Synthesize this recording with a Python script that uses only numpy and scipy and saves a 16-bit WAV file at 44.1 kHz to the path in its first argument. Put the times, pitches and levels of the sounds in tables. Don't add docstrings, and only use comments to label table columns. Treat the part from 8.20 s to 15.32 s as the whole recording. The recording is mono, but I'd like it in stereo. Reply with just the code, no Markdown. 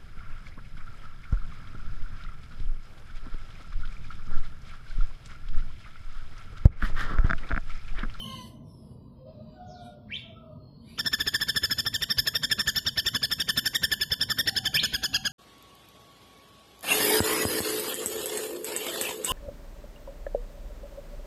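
import sys
import numpy as np
from scipy import signal
from scipy.fft import rfft, irfft, next_fast_len
from scipy.io import wavfile
from scipy.ndimage import uniform_filter1d

SR = 44100
rng = np.random.default_rng(int(sys.argv[2]) if len(sys.argv) > 2 else 0)


def volts(x):
    e = np.asarray(x, float) / 20
    return 10 ** e


def bounce(signal):
    frames = np.transpose(np.atleast_2d(signal))
    limited = np.clip(frames, -1, 1)
    pcm = np.round(limited * 32767).astype(np.int16)
    wavfile.write(sys.argv[1], SR, pcm)


N = 313992
TIME_S = np.arange(N) / SR
PORT_LAG = 9.18

# start_s, level_db, length_ms, throat opening as first_over_second_partial_db
RATTLE_NOTES = [(2.79, -19, 21.2, -1.5), (2.861, -17, 22.4, 1), (2.931, -16, 21.2, 0.5), (3.0, -17.5, 23, -1),
                (3.07, -18, 22.7, 1), (3.141, -17, 25.2, 0.5), (3.212, -17, 24.4, -0.5),
                (3.285, -17, 22.3, -4.5), (3.361, -16, 23.1, -0.5), (3.434, -17, 25.6, 0),
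                (3.509, -17.5, 25, 1.5), (3.585, -17.5, 23.4, -2), (3.663, -17.5, 22, -2),
                (3.741, -18, 24.5, -2.5), (3.821, -17, 21, -4), (3.901, -17.5, 25.4, 0), (3.984, -14.5, 20.6, 1),
                (4.07, -15.5, 20.3, 2.5), (4.151, -16.5, 21.5, -1), (4.233, -17.5, 22.6, -2.5),
                (4.312, -15, 21, 1), (4.392, -16, 26, 2), (4.474, -16, 27.7, 1.5), (4.56, -17.5, 30.7, -2),
                (4.664, -18.5, 29, -9),
                (4.774, -17.5, 30.65, -2.5), (4.862, -18, 28.34, -3), (4.947, -18, 25.1, -1),
           (5.03, -17, 26.46, -2), (5.115, -16, 22.97, -4), (5.199, -18.5, 24.9, -5.5),
           (5.288, -15, 21.18, -1.5), (5.373, -14.5, 23.32, 1), (5.457, -15, 23.69, 2),
           (5.547, -15.5, 22.03, -0.5), (5.634, -14.5, 21.6, 3.5), (5.717, -15.5, 23.73, 1.5),
           (5.811, -17.5, 25.83, -2), (5.917, -16.5, 23.58, -3), (6.01, -18, 29.08, -6),
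           (6.1, -16, 25.5, 1), (6.186, -16, 27.44, 2), (6.273, -15, 23.92, 0), (6.364, -16.5, 24.9, -2.5),
           (6.454, -17, 24.26, -4.5), (6.543, -16.5, 30.05, -2), (6.633, -17, 28.93, -2.5),
           (6.736, -18, 27.88, -3), (6.835, -18.5, 30, -3.5), (6.941, -16.5, 29.52, -7.5),
           (7.052, -17, 27.2, -2)]
# multiple, left_level_db, right_re_left_db, change_at_full_sag_db
THROAT = [
    (1, -1, -11, -10),
    (2, -4, -13, 1),
    (3, -1, -12.5, -5.5),
    (4, -8, -2.5, -11.5),
]
PITCH_ARCH = [(-.2, 1.3), (.05, .9), (.2, .12), (.5, 0.0065), (.72, .22), (.92, 0.95), (1.35, 1.5)]
# share_of_length, level_db
NOTE_SWELL = [(-.25, -52), (-.08, -21.5), (0, 0.5), (.15, 2.5), (.75, 2.5), (1.0, 1.5), (1.35, -44)]
TOP_HZ, TOP_SPREAD_HZ = 1790.4, 14
TIRES_S, TIRING_HZ_PER_S = 6.2, 110
FAST_GAP_S, FAST_SAG_HZ, SAG_HZ_PER_S_GAP = 0.061, 107.4, 3900


def rattle(notes):
    out, envelope, which = np.zeros((2, N + SR)), np.zeros(N + SR), np.zeros(N + SR, int)
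    colour = rng.standard_normal((len(notes), 4))
    flutter = np.pad(volts(3.3 * wobble(420, size=8)), ((0, 0), (0, SR)))
    jitter = np.pad(0.02 * wobble(300, size=1)[0], (0, SR))
    gaps_s = np.diff(np.array(notes)[:, 0], append=notes[-1][0] + 0.096)
    for n, (start_s, level_db, length_ms, first_db) in enumerate(notes):
        top_hz = TOP_HZ + TOP_SPREAD_HZ * colour[n, 0] - TIRING_HZ_PER_S * max(start_s - TIRES_S, 0)
        sag_hz = FAST_SAG_HZ + SAG_HZ_PER_S_GAP * (gaps_s[n] - FAST_GAP_S)
        length = length_ms * SR / 1000
        share = np.arange(-.25 * length, 1.35 * length) / length
        first = round(start_s * SR - length / 4)
        at = slice(first, first + len(share))

        sag = np.interp(share, *np.transpose(PITCH_ARCH))
        hz = (top_hz - sag_hz * sag) * (1 + jitter[at] * (1 + sag))
        phase = 2 * np.pi * np.cumsum(hz) / SR
        right_phase = phase + 2 * np.pi * hz * PORT_LAG / SR
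        swell = volts(level_db + np.interp(share, *np.transpose(NOTE_SWELL)))
        opening_db = [first_db, 0, 2.6 * colour[n, 2], 2.9 * colour[n, 3]]
        gains = volts(opening_db + np.array(THROAT)[:, 1])
        gains = gains / np.linalg.norm(gains)
        for i, (multiple, _, right_db, sag_db) in enumerate(THROAT):
            gain = swell * volts(sag_db * sag) * gains[i]
            out[0, at] += gain * flutter[i, at] * np.sin(round(multiple) * phase)
            right = np.sin(round(multiple) * right_phase)
            out[1, at] += gain * flutter[i + 4, at] * volts(right_db) * right
        envelope[at] += swell
        which[round(start_s * SR):] = n
    return out[:, :N], envelope[:N], which[:N]


# frequency_hz, density_db_per_hz
HAZE = [(20, -22.5), (60, 5), (300, -5.5), (900, -15), (1500, -2.5), (2500, -9.5), (3300, -4.5),
        (5000, -13), (6200, -17.5), (7300, -27.5), (7700, -43)]


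def note_haze(envelope):
    early = np.roll(uniform_filter1d(envelope, size=900), -round(0.0066 * SR))
    return volts(-13.0) * early * noise(HAZE, .2, 4.83, 90) * volts([[0], [-11]])


# pitch_hz, level_db
FIZZ_TONES = [(8436, -68), (9189, -58), (9938, -62.5), (10686, -65.5), (11440, -74), (12188, -57),
              (12936, -56.5), (14061, -67)]
# frequency_hz, density_db_per_hz
FIZZ_NOISE = [(8100, -22), (8600, 1), (9800, -11), (10800, 1), (11800, 1.5), (12700, 1), (13600, -7.5),
              (14200, -7.5), (15000, -36)]


def top_fizz(envelope, which):
    sharp = 8.7 * envelope ** 2
    follow = sharp + volts(-6) * signal.lfilter([.0006], [1, -.9994], sharp)
    out = volts(-31) * noise(FIZZ_NOISE, 0.14, 6.8, 30, per_octave=12)
    for hz, level_db in FIZZ_TONES:
        on = rng.random((which.max() + 1, 2)) < .6
        out += volts(level_db + 26.5) * on[which].T * np.sin(2 * np.pi * hz * TIME_S)
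    return follow * out * volts([[0], [-2]])


# start_s, length_s, first_pitch_hz, last_pitch_hz, level_db
BUZZ = (-.02, .28, 3060, 2850, -37)


def buzzy_call():
    return voice(call(BUZZ, .01, .1, fade_db=20, bend=2.5), [0, -30], .035, 3.1, 130)


# start_s, length_s, first_pitch_hz, last_pitch_hz, level_db
SQUAWK = (.02, .26, 540, 490, -48)
SQUAWK_PARTIALS_DB = [-11, 0.5, -15.5, -7.5, -13, -4.5, -13.5, -13.5, -30, -31, -24, -12]


def squawk():
    curve = call(SQUAWK, .07, .08, fade_db=5, bend=1.5, edge_db=12)
    return voice(curve, SQUAWK_PARTIALS_DB, 0.02, 4.0, 70)


# start_s, length_s, first_pitch_hz, last_pitch_hz, level_db
WHISTLES = [
    (1.9, .09, 1500, 3650, -33),
    (6.545, .085, 1490, 3950, -26),
]


def whistles():
    curves = [call(w, 0.021, 0.037, fade_db=-2.0, bend=.8, glide=.7) for w in WHISTLES]
    return sum(voice(curve, [0, -33], 0.075, 4.7, 300) for curve in curves)


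# start_s, length_s, first_pitch_hz, last_pitch_hz, level_db
CROW = [
    (.99, 0.13, 514, 538, -49.5),
    (1.03, .11, 629, 634, -50.5),
    (1.15, 0.11, 617, 621, -50),
    (1.31, .55, 616.5, 592, -60),
    (1.33, .42, 734.6, 706, -54),
    (2.02, 0.39, 670, 609, -58.5),
    (6.24, 0.28, 779, 759, -55),
    (6.7, .5, 757, 757, -60),
]
CROW_OCTAVE_DB = [-45, -26, -22, -18, -9.5, -9.5, -22, -22]


def far_cock():
    out = np.zeros(N)
    for syllable, octave_db in zip(CROW, CROW_OCTAVE_DB):
        curve = call(syllable, 0.037, 0.05, fade_db=1.0, bend=1.2)
        out += voice(curve, [0, octave_db], 0.03, 4.5, 45)
    return out


# start_s, length_s,
# first_pitch_hz, last_pitch_hz, level_db
HIDDEN = [
    (.43, .2, 5700, 5000, -64),
    (1.465, .17, 6900, 2900, -55),
    (2.38, .38, 4250, 4450, -65),
    (2.6, .17, 2900, 4900, -64),
    (2.64, .14, 2035, 3040, -57),
]


def hidden_whistles():
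    curves = [call(w, .03, .04, fade_db=3.5, bend=.7, edge_db=6) for w in HIDDEN]
    return sum(voice(curve, [0], 0.02, 2.5, 160) for curve in curves)


def neighbours():
    near = ports(buzzy_call() + squawk() + whistles(), -13.5) * volts(4.0)
    far = ports(far_cock(), -5) * volts(3.0)
    return near + far, volts(-7.5) * near + volts(-1.5) * far + ports(hidden_whistles(), -8.5)


def call(row, attack_s, release_s, fade_db, bend, edge_db=18, glide=1):
    start_s, length_s, first_hz, last_hz, level_db = row
    t = np.linspace(0, length_s, num=24)
    edges = np.clip(1 - t / attack_s, 0, 1) + np.clip(1 - (length_s - t) / release_s, 0, 1)
    glided = np.minimum(t / length_s / glide, 1) ** bend
    hz = first_hz * (last_hz / first_hz) ** glided
    return list(zip(start_s + t, hz, level_db - fade_db * t / length_s - edge_db * edges))


def voice(rows, partials_db, jitter, flutter_db, flutter_hz):
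    before = (rows[0][0] - .005, rows[0][1], -130)
    after = (rows[-1][0] + 0.0042, rows[-1][1], -130)
    s, hz, level_db = np.transpose([before, *rows, after])
    at = np.arange(max(round(s[0] * SR), 0), min(round(s[-1] * SR), N))
    hz, level_db = np.interp(at / SR, s, hz), np.interp(at / SR, s, level_db)
    unsteady_hz = hz * (1 + jitter * wobble(300, size=1, count=len(at))[0])
    phase = 2 * np.pi * np.cumsum(unsteady_hz) / SR
    flutter = flutter_db * wobble(flutter_hz, size=len(partials_db), count=len(at))
    shake = volts(level_db + 4.0 + flutter)
    out = np.zeros(N)
    out[at] = sum(volts(d) * shake[k] * np.sin((k + 1) * phase) for k, d in enumerate(partials_db))
    return out


def ports(x, right_db):
    return np.array([x, volts(right_db) * np.interp(np.arange(N) + PORT_LAG, np.arange(N), x)])


def yard(x):
    t60_s, build_up_s = 0.53, 0.0086
    t = np.arange(SR) / SR
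    tail = rng.standard_normal((2, SR)) * volts(-60 * t / t60_s) * np.clip(t / build_up_s, 0, 1)
    return signal.fftconvolve(x, tail / np.sqrt(np.sum(tail ** 2) / 2), axes=1)[:, :N]


# start_s, hold_s, leaf_hiss_db, high_rustle_db
STIRS = [
    (0, 0.28, -61, -72),
    (0.484, 0.25, -81.5, -88),
    (1.093, 0.65, -76, -103),
    (1.66, 0, -74, -75.5),
    (1.95, 0.04, -66.5, -89.5),
    (2.7, 7, -70.5, -78),
]


def stirring():
    rise_db_per_s, fall_db_per_s = 233, 212
    still_leaf_db, still_rustle_db = -86, -101
    start_s, hold_s, *levels = np.transpose(STIRS)[:, :, None]
    t = np.arange(0, N + 64, 64) / SR
    rising_db = rise_db_per_s * np.maximum(start_s - t, 0)
    falling_db = fall_db_per_s * np.maximum(t - start_s - hold_s, 0)
    curves = []
    for level_db, still_db in zip(levels, [still_leaf_db, still_rustle_db]):
        loudest_db = (level_db - (rising_db + falling_db)).max(axis=0)
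        curves.append(np.interp(TIME_S, t, np.maximum(loudest_db, still_db)))
    return curves


# frequency_hz, density_db_per_hz
LEAVES = [(880, -29.5), (1500, -18), (2140, -21.5), (2540, -16), (3500, -9.5), (4840, -11), (5770, -23),
          (6550, -42), (7500, -26), (9750, -67), (16500, -120)]
# frequency_hz, density_db_per_hz
RUSTLE = [(4470, -39), (7600, -10.5), (8250, -2.5), (8990, -8.5), (10800, 3.5), (11900, -8.5),
          (14100, -8.5), (14400, -32), (15000, -40)]


def foliage():
    leaf_db, rustle_db = stirring()
    leaves = volts(leaf_db + 12.5) * noise(LEAVES, .05, 8.0, 6, per_octave=12) * volts([[0], [-9]])
    rustle = volts(rustle_db + 15.5) * noise(RUSTLE, 0.048, 3.6, 6.48) * volts([[0], [-3]])
    return leaves + rustle


# time_s, level_db
TRAFFIC = [(0, -44.5), (.3, -47.5), (.9, -51), (1.7, -51), (2.6, -51), (4.4, -49.5), (4.7, -51),
           (5.6, -49.5), (5.9, -50.5), (6.5, -48), (7.12, -51)]
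# frequency_hz, density_db_per_hz
RUMBLE = [(12, -65), (20, -14), (54, -6.5), (139, -0.5), (188, -8), (227, -1.5), (300, -15.5), (500, -20),
          (560, -25), (639, -19.5), (786, -34), (1000, -24.5), (1800, -57.5), (2340, -106), (3960, -120)]


def traffic():
    level_db = np.interp(TIME_S, *np.transpose(TRAFFIC))
    return volts(level_db + 4.5) * noise(RUMBLE, 1.0, 2.66, 14) * volts([[0], [-7]])


# pitch_hz, level_db
HUM = [
    (9000, -100),
    (10500, -104),
    (12000, -89),
    (13500, -102),
]


def electric_hum():
    return sum(volts(level_db) * np.sin(2 * np.pi * hz * TIME_S) for hz, level_db in HUM)


def noise(points, alike, patchy_db, patch_rate, per_octave=3):
    long = next_fast_len(N, True)
    mid, side = rfft(rng.standard_normal((2, long)))
    hz, level_db = np.transpose(points)
    grid = np.arange(1, len(mid) + 1)
    colour = volts(np.interp(np.log(grid * SR / long), np.log(hz), level_db, -90, -90))
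    pair = colour * (np.sqrt(1 + alike) * mid + np.sqrt(1 - alike) * side * [[1], [-1]])
    band = (per_octave * np.log2(grid)).astype(int) % 8
    flicker = volts(patchy_db * wobble(patch_rate, size=8))
    return rms_one(sum(flicker[k] * irfft(pair * (band == k), long)[:, :N] for k in range(8)))


def wobble(rate_hz, size, count=N):
    knots = rng.standard_normal((size, 4000))
    return np.array([np.interp(np.arange(count) * rate_hz / SR, np.arange(4000), k) for k in knots])


def rms_one(x):
    return x / np.sqrt(np.mean(x ** 2) + 1e-20)


def scene():
    notes, envelope, which = rattle(RATTLE_NOTES)
    direct, echoed = neighbours()
    birds = notes + direct + yard(volts(-18) * notes + echoed)
    return birds + note_haze(envelope) + top_fizz(envelope, which) + foliage() + traffic()


def thin_out(x, size, width_hz):
    drop_db, grain_db, floor_db = -17, -5, -102
    hz, _, cells = signal.stft(x, SR, "cosine", nperseg=size)
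    band = (hz / width_hz).astype(int)
    starts = np.flatnonzero(np.diff(band, prepend=-1))
    band_hz = hz[starts, None]
    peak_db = 20 * np.log10(np.maximum.reduceat(np.abs(cells), starts, axis=1) + 1e-12)
    apart_khz = np.abs(band_hz - hz[starts]) / 1000
    loud_db = np.where(band_hz > 900, peak_db, -200)
    masker_db = np.max(loud_db[:, None] - 11.0 * apart_khz[:, :, None], axis=2)
    uneven_db = 5.0 * np.repeat(rng.standard_normal(peak_db.shape), 2, axis=2)[..., :peak_db.shape[2]]
    threshold_db = np.maximum(masker_db + drop_db, floor_db) + uneven_db
    kept = (peak_db > threshold_db) | (band_hz < 900)
    step = volts(peak_db + grain_db)[:, band]
    grainy = kept[:, band] * step * np.round(cells / step)
    return signal.istft(grainy, SR, "cosine", nperseg=size)[1][:, :N]


def roll_off(x):
    return signal.sosfilt(signal.butter(12, 15480, fs=SR, output="sos"), x)


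def record(dry):
    turn, lap = round(2.765 * SR), 4096
    calm = thin_out(dry[:, :turn + lap], size=2048, width_hz=110)
    busy = thin_out(dry[:, turn - lap:], size=768, width_hz=400)
    joined = np.hstack([calm[:, :turn], busy[:, lap:lap + N - turn]])
    return roll_off(joined + electric_hum())


dry = scene()
out = record(dry)
bounce(out)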